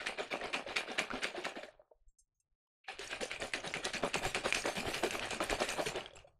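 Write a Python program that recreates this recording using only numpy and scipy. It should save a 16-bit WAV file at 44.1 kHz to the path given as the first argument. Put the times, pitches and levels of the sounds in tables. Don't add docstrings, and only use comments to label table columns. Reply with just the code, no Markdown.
import sys
import numpy as np
from scipy import signal
from scipy.fft import rfft, irfft, next_fast_len
from scipy.io import wavfile
from scipy.ndimage import uniform_filter1d

SR = 44100
rng = np.random.default_rng(int(sys.argv[2]) if len(sys.argv) > 2 else 0)


def transcribe(signal):
    frames = np.atleast_2d(signal).T
    limited = np.clip(frames, -1, 1)
    pcm = np.round(limited * 32767).astype(np.int16)
    wavfile.write(sys.argv[1], SR, pcm)


def volts_from_db(level):
    exponent = np.asarray(level, float) / 20
    return 10 ** exponent


N = 281843


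def unit(x):
    return x / np.sqrt(np.mean(x ** 2) + 1e-20)


def along(points, hz):
    f, v = np.transpose(points)
    return np.interp(np.log(hz + 1), np.log(f + 1), v)


def filtered(x, response):
    m = next_fast_len(N + SR // 2)
    f = np.fft.rfftfreq(m, 1 / SR)
    return irfft(rfft(x, m) * response(f), m)[:N]


def ringing(modes, f):
    total = 0
    for k, (centre, width, db) in enumerate(modes):
        resonance = 1j * f * width / (centre * centre - f * f + 1j * f * width)
        total = total + (-1) ** k * volts_from_db(db) * resonance
    return total


def patchy(x, depth_db):
    z = signal.stft(x, nperseg=512)[2]
    field = uniform_filter1d(rng.standard_normal(z.shape), size=3, axis=0)
    field = uniform_filter1d(field, size=9, axis=1)
    return unit(signal.istft(z * volts_from_db(depth_db * unit(field)), nperseg=512)[1][:N])


def strokes(rows, lag=0, slower=1, round_off=1.1):
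    power, t = np.full(N + SR, 1e-16), np.arange(SR // 2) / SR
    for s, db, rise, t60 in rows:
        top = max(rise + lag, .002)
        fall_db = -60 * (np.maximum(t - top, 0) / (slower * t60)) ** round_off
        swell = np.sin(np.pi / 2 * np.minimum(t / top, 1)) ** 0.92
        at = max(round(s * SR), 0)
        power[at:][:len(t)] += (volts_from_db(db + fall_db) * swell) ** 2
    return np.sqrt(power[:N])


# f/Hz, level/dB per Hz
STAND = [(12, -11), (30, -7), (55, -16.5), (90, -15.5), (140, -14), (200, -34.5), (350, -120)]
# t/s, level/dB
EFFORT = [
    [(0, -65.5), (1.76, -74), (1.9, -89), (2.55, -83)],
    [(2.94, -64.5), (4.2, -57), (5.96, -54), (6.07, -63.5), (6.39, -72)],
]
# t/s, level/dB
JOLTS = [(.44, -59), (.69, -55), (1.13, -52.5), (3.23, -64.5), (3.43, -57), (4.04, -54), (4.26, -40.5),
         (4.455, -49), (4.865, -47), (5.225, -57), (5.535, -45), (6.17, -56)]
# t/s, peak/dB
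NUDGES = [(1.765, -60), (1.96, -63), (2.017, -59), (2.078, -49), (2.222, -63), (2.523, -67.5)]


def rumble():
    jolt_fade_db_per_s, nudge_s, spring_hz = 350.5, .007, 18
    t = np.arange(N) / SR
    level = sum(volts_from_db(np.interp(t, *np.transpose(bout), left=-np.inf, right=-np.inf)) for bout in EFFORT)
    jolts = sum(volts_from_db(db - jolt_fade_db_per_s * abs(t - s)) for s, db in JOLTS)
    level = np.where(level > 0, level + jolts, 0)
    shake = unit(filtered(rng.standard_normal(N), lambda f: volts_from_db(along(STAND, f))))
    slosh = turns()[0]
    push = uniform_filter1d(strokes([(s, -6, rise, t60) for s, _, rise, t60 in slosh]), size=600)
    throb = 0.36 + 2.1 * push ** 2.05
    nudges = sum(-volts_from_db(db) * np.exp(-((t - s) / nudge_s) ** 2) for s, db in NUDGES)
    sprung = filtered(nudges, lambda f: 1j * f / (spring_hz + 1j * f))
    return volts_from_db(2.5) * uniform_filter1d(level, size=900) * shake * throb + sprung


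# f/Hz, t60/s
ROOM = [(200, 0.29), (1300, .24), (2500, 0.16), (10000, 0.13)]


def room(x):
    hz, t, z = signal.stft(rng.standard_normal(SR // 3), SR, nperseg=256)
    decay = volts_from_db(-60 * t / along(ROOM, hz)[:, None])
    tail = signal.istft(z * decay, SR, nperseg=256)[1]
    delayed = np.pad(x, (220, 0))
    return signal.fftconvolve(delayed, tail / np.linalg.norm(tail))[:N]


# t/s, peak/dB, centre f/Hz, t60/s, spread/0-1
TINKLES = [(2.081, -57.5, 7440, 0.075, 0.08), (2.185, -51.5, 7460, 0.094, 0.24),
           (2.399, -55, 7500, 0.037, 0.25), (6.154, -33, 7330, 0.046, 0.01), (6.156, -40, 10300, .03, 0),
           (6.271, -68, 8400, .08, .05), (2.345, -74.5, 6570, 0.14, .05), (2.4, -77, 2680, .1, 0.15),
           (6.168, -45, 5260, .03, .06), (6.188, -62, 7000, 0.05, 0.3), (6.271, -55, 3600, 0.062, 0.21)]
WIRE_HZ = [2680, 3400, 4410, 5260, 6200, 6570, 7500, 8400, 8800, 10300, 11200]


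def tinkles():
    out, t, modes = np.zeros(N + SR), np.arange(SR // 5) / SR, np.array(WIRE_HZ)[:, None]
    for s, db, hz, t60, spread in TINKLES:
        drift = np.cumsum(rng.standard_normal((len(modes), len(t))), axis=1)
        drift = uniform_filter1d(drift, size=40, axis=1)
        woken = np.exp(-(np.log(modes / hz) / max(spread, .05)) ** 2 / 2)
        wires = woken * np.sin(2 * np.pi * modes * t + modes / 60000 * drift)
        envelope = volts_from_db(db - 8 - 60 * t / t60) * (1 - np.exp(-t / .006))
        out[round(s * SR):][:len(t)] += envelope * wires.sum(0)
    return out[:N]


# t/s, peak/dB, f/Hz
SPITS = [(0.0596, -38, 5570), (0.0835, -35.5, 8780), (0.2844, -55, 6390), (0.3122, -49, 5920),
         (0.3524, -56, 8520), (0.4, -43.5, 8610), (0.4419, -36.5, 9450), (0.4569, -31.5, 5800),
         (0.4995, -41.5, 8730), (0.5408, -37, 8400), (0.9157, -31, 5530), (0.9802, -38, 6620),
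         (1.21, -41.5, 8810), (1.229, -36, 6610), (2.993, -44, 6170), (3.0743, -25.5, 6200),
         (3.2098, -35, 6600), (3.4016, -30.5, 7780), (3.4371, -34.5, 6340), (3.5335, -28, 8420),
         (3.6037, -32, 6120), (3.675, -26, 6020), (3.826, -40, 8500), (3.8447, -22, 6360),
         (3.851, -69, 5710), (4.141, -34.5, 8050), (4.1802, -27, 6920), (4.2506, -34.5, 6370),
         (4.352, -37, 6100), (4.5473, -32, 5960), (4.5813, -37.5, 7000), (4.62, -38.5, 8020),
         (4.6582, -52, 5980), (4.7543, -32.5, 9340), (4.9515, -32, 9350), (5.036, -40, 6960),
         (5.1342, -34, 8120), (5.1544, -43, 6490), (5.2893, -36, 6730), (5.305, -31.5, 7100),
         (5.439, -20.5, 9120), (5.4938, -40, 7310), (5.5061, -20, 7630), (5.5088, -30, 9050),
         (5.603, -20.5, 5680), (5.627, -26, 6770), (5.7025, -20.5, 7130), (5.8002, -46.5, 6500),
         (5.8486, -37.5, 9230), (5.8613, -25.5, 9440), (5.885, -27, 6620), (5.9135, -36, 7350),
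         (6.0566, -51, 5500), (6.0774, -56, 6020)]


def spits():
    t60_s, log_width, trim_db = .013, .11, -7
    out, t = np.zeros(N + SR), np.arange(1024) / SR
    f = np.fft.rfftfreq(len(t), 1 / SR)
    for s, db, hz in SPITS:
        band = np.exp(-(np.log((f + 1) / hz) / log_width) ** 2 / 2)
        hiss = unit(irfft(rfft(rng.standard_normal(len(t))) * band))
        envelope = volts_from_db(db + trim_db - 60 * t / t60_s) * (1 - np.exp(-t / .0015))
        out[round(s * SR):][:len(t)] += envelope * hiss
    return out[:N]


# t/s, peak/dB, f/Hz
GULPS = [(0.189, -30, 575), (0.663, -29.5, 557), (0.985, -31, 630), (1.134, -33, 251), (1.346, -30.5, 677),
         (1.379, -30.5, 352), (1.684, -39.5, 622), (1.795, -44, 604), (1.912, -52.5, 468),
         (1.915, -46, 620), (2.992, -34.5, 396), (3.23, -24, 500), (3.857, -32, 383), (4.032, -35.5, 272),
         (4.047, -29.5, 565), (4.251, -22, 750), (4.373, -35, 397), (4.455, -25.5, 524), (4.686, -27, 587),
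         (5.042, -25, 385), (5.064, -30, 370), (5.414, -30, 630), (5.608, -24, 595), (5.799, -24.5, 600),
         (5.824, -27, 673), (5.863, -26, 430), (6.245, -43, 564),
         (1.631, -35.5, 598), (1.911, -56, 880), (2.884, -32.5, 765), (2.896, -33, 800), (6.107, -48, 575),
         (6.132, -43, 537), (6.272, -49, 705), (2.67, -78, 1010), (1.585, -33, 615), (1.78, -65, 1690),
         (1.85, -65, 1270)]


def gulps():
    out, t = np.zeros(N + SR), np.arange(SR // 12) / SR
    for s, db, hz in GULPS:
        swell = (1 - np.exp(-t / 0.0024)) * volts_from_db(db - 60 * t * hz / 25)
        out[round(s * SR):][:len(t)] += swell * np.sin(2 * np.pi * hz * t * (1 + 0.49 * t))
    return out[:N]


# f/Hz, width/Hz, level/dB
CUP = [(226, 81.6, -1.5), (393, 68, 6), (568, 165, 0), (795, 215, -8.5), (1617, 607, -4.5),
       (2375, 886, -1.5), (3300, 2170, -1.5), (4490, 1380, -1)]


def cup(f):
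    return ringing(CUP, f)


# t/s, peak/dB, ring f/Hz, edge/dB
ON_LID = [(0.0692, -23, 1870, -17.5), (0.3276, -22, 2290, -36.5), (0.5412, -21, 2520, -25.5),
          (0.767, -23, 2320, -17.5), (0.9915, -20.5, 2276, -14.5), (1.2444, -22, 2200, -20.5),
          (1.453, -24, 1850, -21.5), (1.6327, -33.5, 1707, -28), (2.8847, -26.5, 1730, -52),
          (3.1307, -21.5, 1620, -41), (3.3145, -25.5, 2250, -19.5), (3.5366, -22, 2000, -16.5),
          (3.7392, -21.5, 2160, -22.5), (3.934, -34.5, 2270, -6), (4.1426, -23.5, 2710, -9.5),
          (4.347, -23, 2350, -12), (4.5248, -15.5, 2420, -22.5), (4.754, -42, 2300, -4),
          (4.944, -28, 2920, -12.5), (5.108, -27.5, 2600, -9.5), (5.307, -32, 2870, -7),
          (5.498, -26, 2050, -13.5), (5.6898, -29, 2840, -7)]
# t/s, peak/dB, ring f/Hz, edge/dB
ON_BASE = [(.878, -31, 1470, -37), (1.1125, -20.5, 1470, -45.5), (.19, -37.5, 1850, -48),
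           (2.9923, -34.5, 2620, -9.5), (3.2316, -31.5, 2780, -9.5), (3.42, -26, 1810, -19),
           (3.676, -23.5, 3820, -40), (3.852, -25, 3900, -5.5), (4.2515, -28.5, 1710, -10),
           (4.457, -23, 1580, -41), (4.6597, -29.5, 1550, -9), (4.866, -37, 1750, -30.5),
           (5.036, -31.5, 2680, -8), (5.195, -26, 2560, -19), (5.404, -17, 1290, -36.5),
           (5.7667, -47, 1460, -35), (5.959, -31, 2900, -15.5)]
# t/s, peak/dB, ring f/Hz, edge/dB
STRAY_KNOCKS = [(0.5297, -34, 2450, -15), (0.7622, -24.5, 2320, -23), (0.984, -21, 1780, -36.5),
                (1.235, -39.5, 2430, 0.5), (1.4468, -27.5, 2230, -22), (3.111, -40.5, 1705, -4.5),
                (3.362, -30, 2450, -26), (3.522, -41, 2260, -14), (3.5422, -27, 2180, -21),
                (3.7653, -37, 2240, -39), (3.967, -28, 2550, -25), (4.548, -23, 2630, -9.5),
                (4.6412, -26, 1800, -45), (6.06, -28, 3260, -35), (6.108, -42, 3300, -42),
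                (6.135, -43.5, 3370, -22), (6.1686, -39, 2680, -20.5), (6.1893, -40.5, 2840, -20),
                (0.0612, -27, 1790, -27), (0.187, -29.5, 2330, -25), (0.4129, -26.5, 1900, -31),
          (0.6504, -43.5, 2340, -25), (1.1034, -23, 1315, -36.5), (3.2121, -31, 1600, -29),
          (3.7707, -27.5, 2310, -27), (4.1337, -31, 2720, -36), (4.3519, -25.5, 2630, -23),
          (4.803, -26, 2450, -30), (5.1544, -29.5, 2330, -21), (5.4124, -38, 1210, -30),
          (5.5414, -32, 2960, -30), (5.603, -29, 1310, -29), (5.6236, -28, 2730, -22),
          (5.8673, -27, 2370, -25), (5.8864, -29, 2000, -30), (6.0072, -31, 2930, -26)]
# t/s, peak/dB, ring f/Hz, edge/dB
SETTLING = [(1.5564, -33, 1760, -36), (1.651, -44, 2860, -25), (1.68, -43, 1900, -33),
            (1.687, -42, 1750, -26), (1.7944, -69, 1720, -17), (6.0774, -45, 2370, -22)]
# f/Hz, width/Hz, level/dB
LID = [(2382, 170, -2), (2840, 300, -7.5)]
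# f/Hz, level/dB per Hz
SPRAY = [(2650, -41), (4500, 1), (5450, -5.5), (6300, -2), (9000, -5.5), (11200, -12), (13200, -27.5),
         (15600, -45.5)]


def ball():
    snap_db, snap_t60_s = 9, .006
    ring, edges, kicks = np.zeros(N + SR), np.zeros(N + SR), np.zeros(N)
    t = np.arange(SR // 20) / SR
    for s, db, hz, edge_db in ON_LID + ON_BASE + STRAY_KNOCKS + SETTLING:
        at = round(s * SR)
        contact_s = 0.00015 * volts_from_db(-.6 * (db + 27.0))
        hard_db = min(0.61 * (edge_db + 13.5), 0) + min(.5 * (db + 30.0), 0)
        crack = volts_from_db(10 + hard_db - 60 * t / .003) * np.sin(2 * np.pi * np.sqrt(3000 * hz) * t)
        wall = (.45 + .3 * abs(ringing(LID, hz))) * volts_from_db(-60 * t / .021) * np.sin(2 * np.pi * hz * t)
        ring[at:][:len(t)] += volts_from_db(db) * (crack + wall) * (1 - np.exp(-t / contact_s))
        fade = volts_from_db(-60 * t / 0.04) + volts_from_db(snap_db - 60 * t / snap_t60_s)
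        attack = 1 - np.exp(-t / 0.00062)
        edges[at:][:len(t)] += volts_from_db(db + edge_db + 6) * fade * attack * rng.standard_normal(len(t))
        kicks[at] = volts_from_db(db + 8.5)

    def soft(f):
        return 1 / (1 + 1j * f / 11000) ** 6

    def kicked_cup(f):
        return cup(f) * soft(f) * (1j * f / (250 + 1j * f)) ** 3

    def bright(f):
        return volts_from_db(along(SPRAY, f)) / (1 + (f / 11500) ** 12)

    return filtered(ring[:N], soft) + filtered(kicks, kicked_cup) + filtered(edges[:N], bright)


# t/s, splash/dB, slosh/dB, rise/s
TO_LID = [(0.058, -37, -44, 0.014), (0.302, -39, -40, 0.025), (0.528, -34.5, -38, 0.014),
          (.757, -31.5, -41, 0.0078), (0.976, -32, -39, 0.014), (1.216, -35, -40.5, 0.025),
          (1.436, -39.5, -43, 0.018), (2.877, -42.5, -50, 0.014), (3.094, -41, -46.5, 0.035),
          (3.297, -43.5, -48.5, 0.035), (3.533, -36.5, -42.5, 0.0054), (3.737, -39.5, -40.5, 0.011),
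          (3.932, -35.5, -41, 0.0053), (4.13, -35, -39.5, 0.02), (4.34, -35.5, -36.5, 0.015),
          (4.526, -35.5, -41, 0.041), (4.751, -38, -39.5, 0.026), (4.918, -38.5, -42.5, 0.045),
          (5.104, -39, -39, 0.035), (5.298, -38.5, -39, 0.025), (5.484, -36.5, -35.5, 0.035),
          (5.666, -38, -40.5, 0.042), (5.856, -37, -43, 0.0051)]
# t/s, splash/dB, slosh/dB, rise/s
TO_BASE = [(0, -41.5, -44.5, 0.0032), (0.173, -39.5, -37, 0.032), (0.4, -44, -39, 0.059),
           (0.654, -44, -45, 0.061), (.858, -43.5, -43.5, 0.059), (1.1, -43.5, -39.5, 0.063),
           (1.336, -44, -40.5, .046), (1.553, -47.5, -45, 0.016), (2.981, -42.5, -49, 0.051),
           (3.204, -39, -39.5, 0.0086), (3.392, -41.5, -37.5, 0.034), (3.624, -42.5, -38.5, 0.041),
           (3.827, -39, -42, 0.031), (4.021, -38, -31.5, 0.019), (4.216, -37, -35, 0.045),
           (4.432, -36, -33.5, 0.035), (4.637, -38.5, -33, 0.049), (4.84, -38.5, -38, 0.049),
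           (5.021, -36.5, -34, 0.026), (5.197, -39.5, -41, 0.046), (5.399, -37, -32, 0.022),
           (5.581, -36.5, -35, 0.043), (5.759, -41, -33, 0.045), (5.934, -42, -38.5, 0.041)]
# t/s, splash/dB, slosh/dB, rise/s, lid ring over its kind/dB
LAPPING = [(1.623, -49.5, -52.5, 0.016, 0), (1.676, -62.5, -74, 0.0085, -14),
           (1.788, -89, -67.5, 0.014, -9), (1.91, -90, -80, 0.0074, -9), (2.839, -74.5, -92, 0.0051, 29),
           (2.866, -68, -96, 0.0052, 19), (6.044, -57.5, -54, 0.016, -5), (6.148, -59.5, -55, 0.014, 0),
           (6.185, -64, -69, 0.018, 14), (6.31, -87.5, -82, 0.017, 3), (6.267, -80.5, -68, 0.0069, 20)]
# splash t60/s, slosh t60/s, slosh rise/s, spray/dB, lid ring/dB
KINDS = [
    (0.27, 0.24, 0.019, -0.5, -4.5),
    (0.32, 0.2, 0.011, 4, -9),
    (0.13, 0.21, 0.004, -0.5, -14.5),
]
# t/s, spray/dB, lift of finest spray/dB
FROTH = [(0, -20, -5.5), (1.7, -19, 6.5), (2.88, -17, -18), (3, -13.5, -29), (4.13, -14, -19.5),
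         (4.18, -9.5, 19), (4.31, -17.5, 16), (4.35, -12.5, -18), (4.5, -10.5, -5), (4.65, -11.5, 10),
         (5.14, -14, 17), (5.39, -13, -20.5), (5.43, -16, 20), (5.55, -11.5, 7), (5.82, -10.5, 15.5),
         (5.9, -14, 3), (6.05, -31, -9), (6.25, -5.5, -13)]
# t/s, shift/dB
LEAN = [(1.5, 3.5), (3.2, -1), (4, 3), (5, 3.5)]


def turns():
    rise_share, loud_db = 0.81, -35
    splash_drains, slosh_drains = 0.17, 0.63
    slosh, wall, mist, rung = [], [], [], []
    for rows, end, kind in zip((TO_LID, TO_BASE, LAPPING), (1, -1, 1), KINDS):
        wall_t60, slosh_t60, slosh_rise, spray_db, ring_db = kind
        for s, db, slosh_db, rise, *more_db in rows:
            t60 = wall_t60 * volts_from_db(-splash_drains * np.clip(db - loud_db, -8, 8))
            boom_t60 = slosh_t60 * volts_from_db(-slosh_drains * np.clip(slosh_db - loud_db, -8, 8))
            froth_db = np.interp(s, *np.transpose(FROTH)[:2]) + end * np.interp(s, *np.transpose(LEAN))
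            slosh.append((s, slosh_db, slosh_rise + rise_share * rise, boom_t60))
            wall.append((s, db, rise, t60))
            mist.append((s, db + froth_db + spray_db, rise, t60))
            rung.append((s, db + ring_db + sum(more_db), rise, t60))
    return slosh, wall, mist, rung


def drops(per_s, spread_db, wash):
    chance, side, size = rng.random((3, N))
    hits = (chance < per_s / SR) * np.sign(side - .5) * volts_from_db(-spread_db * np.log(size + 0.016))
    return unit(hits) + wash * rng.standard_normal(N)


def bubbles(per_s, mid_hz, spread, cycles, spread_db):
    t = np.arange(900) / SR
    count = rng.binomial(5760, per_s / 900)
    pitch, size = rng.standard_normal((2, count, 1))
    hz = np.clip(mid_hz * np.exp(spread * pitch), 150, 9000)
    age = t * hz / cycles
    envelope = volts_from_db(spread_db * size) * age * np.exp(-3 * age)
    tone = envelope * np.sin(2 * np.pi * hz * t * (1 + 0.022 * age))
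    at = rng.integers(0, N, (count, 1)) + np.arange(len(t))
    return unit(np.bincount(at.ravel(), tone.ravel(), N + len(t))[:N])


# f/Hz, level/dB
GURGLE = [(60, -50.5), (150, -5.5), (300, -8.5), (450, -10), (800, 7), (1200, 0), (2500, -32.5)]
# f/Hz, level/dB
PATTER = [(300, -19.5), (800, -17), (1300, -1), (3000, -2.5), (4800, -12.5), (5600, -10), (8000, -44)]


def liquid():
    thump_db, thump_hz = -45.5, 320
    slosh, wall, mist, rung = turns()

    boom = unit(filtered(drops(700, spread_db=9, wash=.9), lambda f: cup(f) * volts_from_db(along(GURGLE, f))))
    boom = unit(boom + .6 * bubbles(150, mid_hz=520, spread=.45, cycles=5, spread_db=2.5))
    weak = 1 - np.clip(uniform_filter1d(strokes(slosh), size=2000) / volts_from_db(thump_db), 0, 1)
    boom = boom - weak * filtered(boom, lambda f: 1 / (1 + (f / thump_hz) ** 6))

    patter = unit(filtered(drops(2200, spread_db=6, wash=.8), lambda f: cup(f) * volts_from_db(along(PATTER, f))))
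    patter = patter + .5 * bubbles(600, mid_hz=2590, spread=0.4, cycles=9, spread_db=3)
    patter = patchy(patter, depth_db=2)

    lid_hits = drops(1200, spread_db=4.5, wash=1)
    lid = unit(filtered(lid_hits, lambda f: ringing(LID, f) * volts_from_db(along(PATTER, f))))

    spray = unit(filtered(drops(3000, spread_db=4, wash=1.3), lambda f: volts_from_db(along(SPRAY, f))))
    spray = spray + 0.13 * bubbles(220, mid_hz=6670, spread=0.24, cycles=71, spread_db=-2)
    spray = patchy(spray, depth_db=5)
    spray = unit(spray + .5 * bubbles(200, mid_hz=7500, spread=.3, cycles=6, spread_db=6))
    finest = filtered(spray, lambda f: 1 / (1 + (12800 / (f + 1)) ** 14))
    s, _, lift_db = np.transpose(FROTH)
    spray = spray + (volts_from_db(np.interp(np.arange(N) / SR, s, lift_db)) - 1) * finest
    foam = strokes(mist, lag=0.029, slower=0.93, round_off=1)
    burst = strokes(mist, lag=0.0034, slower=0.45, round_off=2)

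    return (volts_from_db(-0.74) * boom * strokes(slosh, round_off=0.88)
            + volts_from_db(-3.0) * patter * strokes(wall, round_off=0.92)
            + volts_from_db(-1.67) * lid * strokes(rung, lag=0.0082, slower=0.91, round_off=1)
            + volts_from_db(-2.0) * spray * np.hypot(burst, volts_from_db(-4.5) * foam))


def scene():
    shaker = tinkles() + spits() + gulps() + ball() + liquid()
    return (rumble() + volts_from_db(-17.0) * room(shaker) + shaker)[None]


def top_cut(x):
    return signal.sosfilt(signal.butter(12, 15640, fs=SR, output="sos"), x)


# f/Hz, level/dB a bin
SUPPRESSED = [(30, -100), (200, -100), (1500, -104), (6000, -104), (12000, -106), (16000, -108)]


def record(dry):
    hz, _, z = signal.stft(dry, SR, nperseg=512, noverlap=384)
    power = uniform_filter1d(np.abs(z) ** 2, size=9, axis=2)
    power = np.abs(uniform_filter1d(power, size=3, axis=1))
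    noise = volts_from_db(2 * along(SUPPRESSED, hz))[:, None]
    gain = (power / (power + noise)) ** 0.47
    clean = signal.istft(z * gain, SR, nperseg=512, noverlap=384)[1][:, :N]
    return top_cut(clean)


dry = scene()
out = record(dry)
transcribe(out)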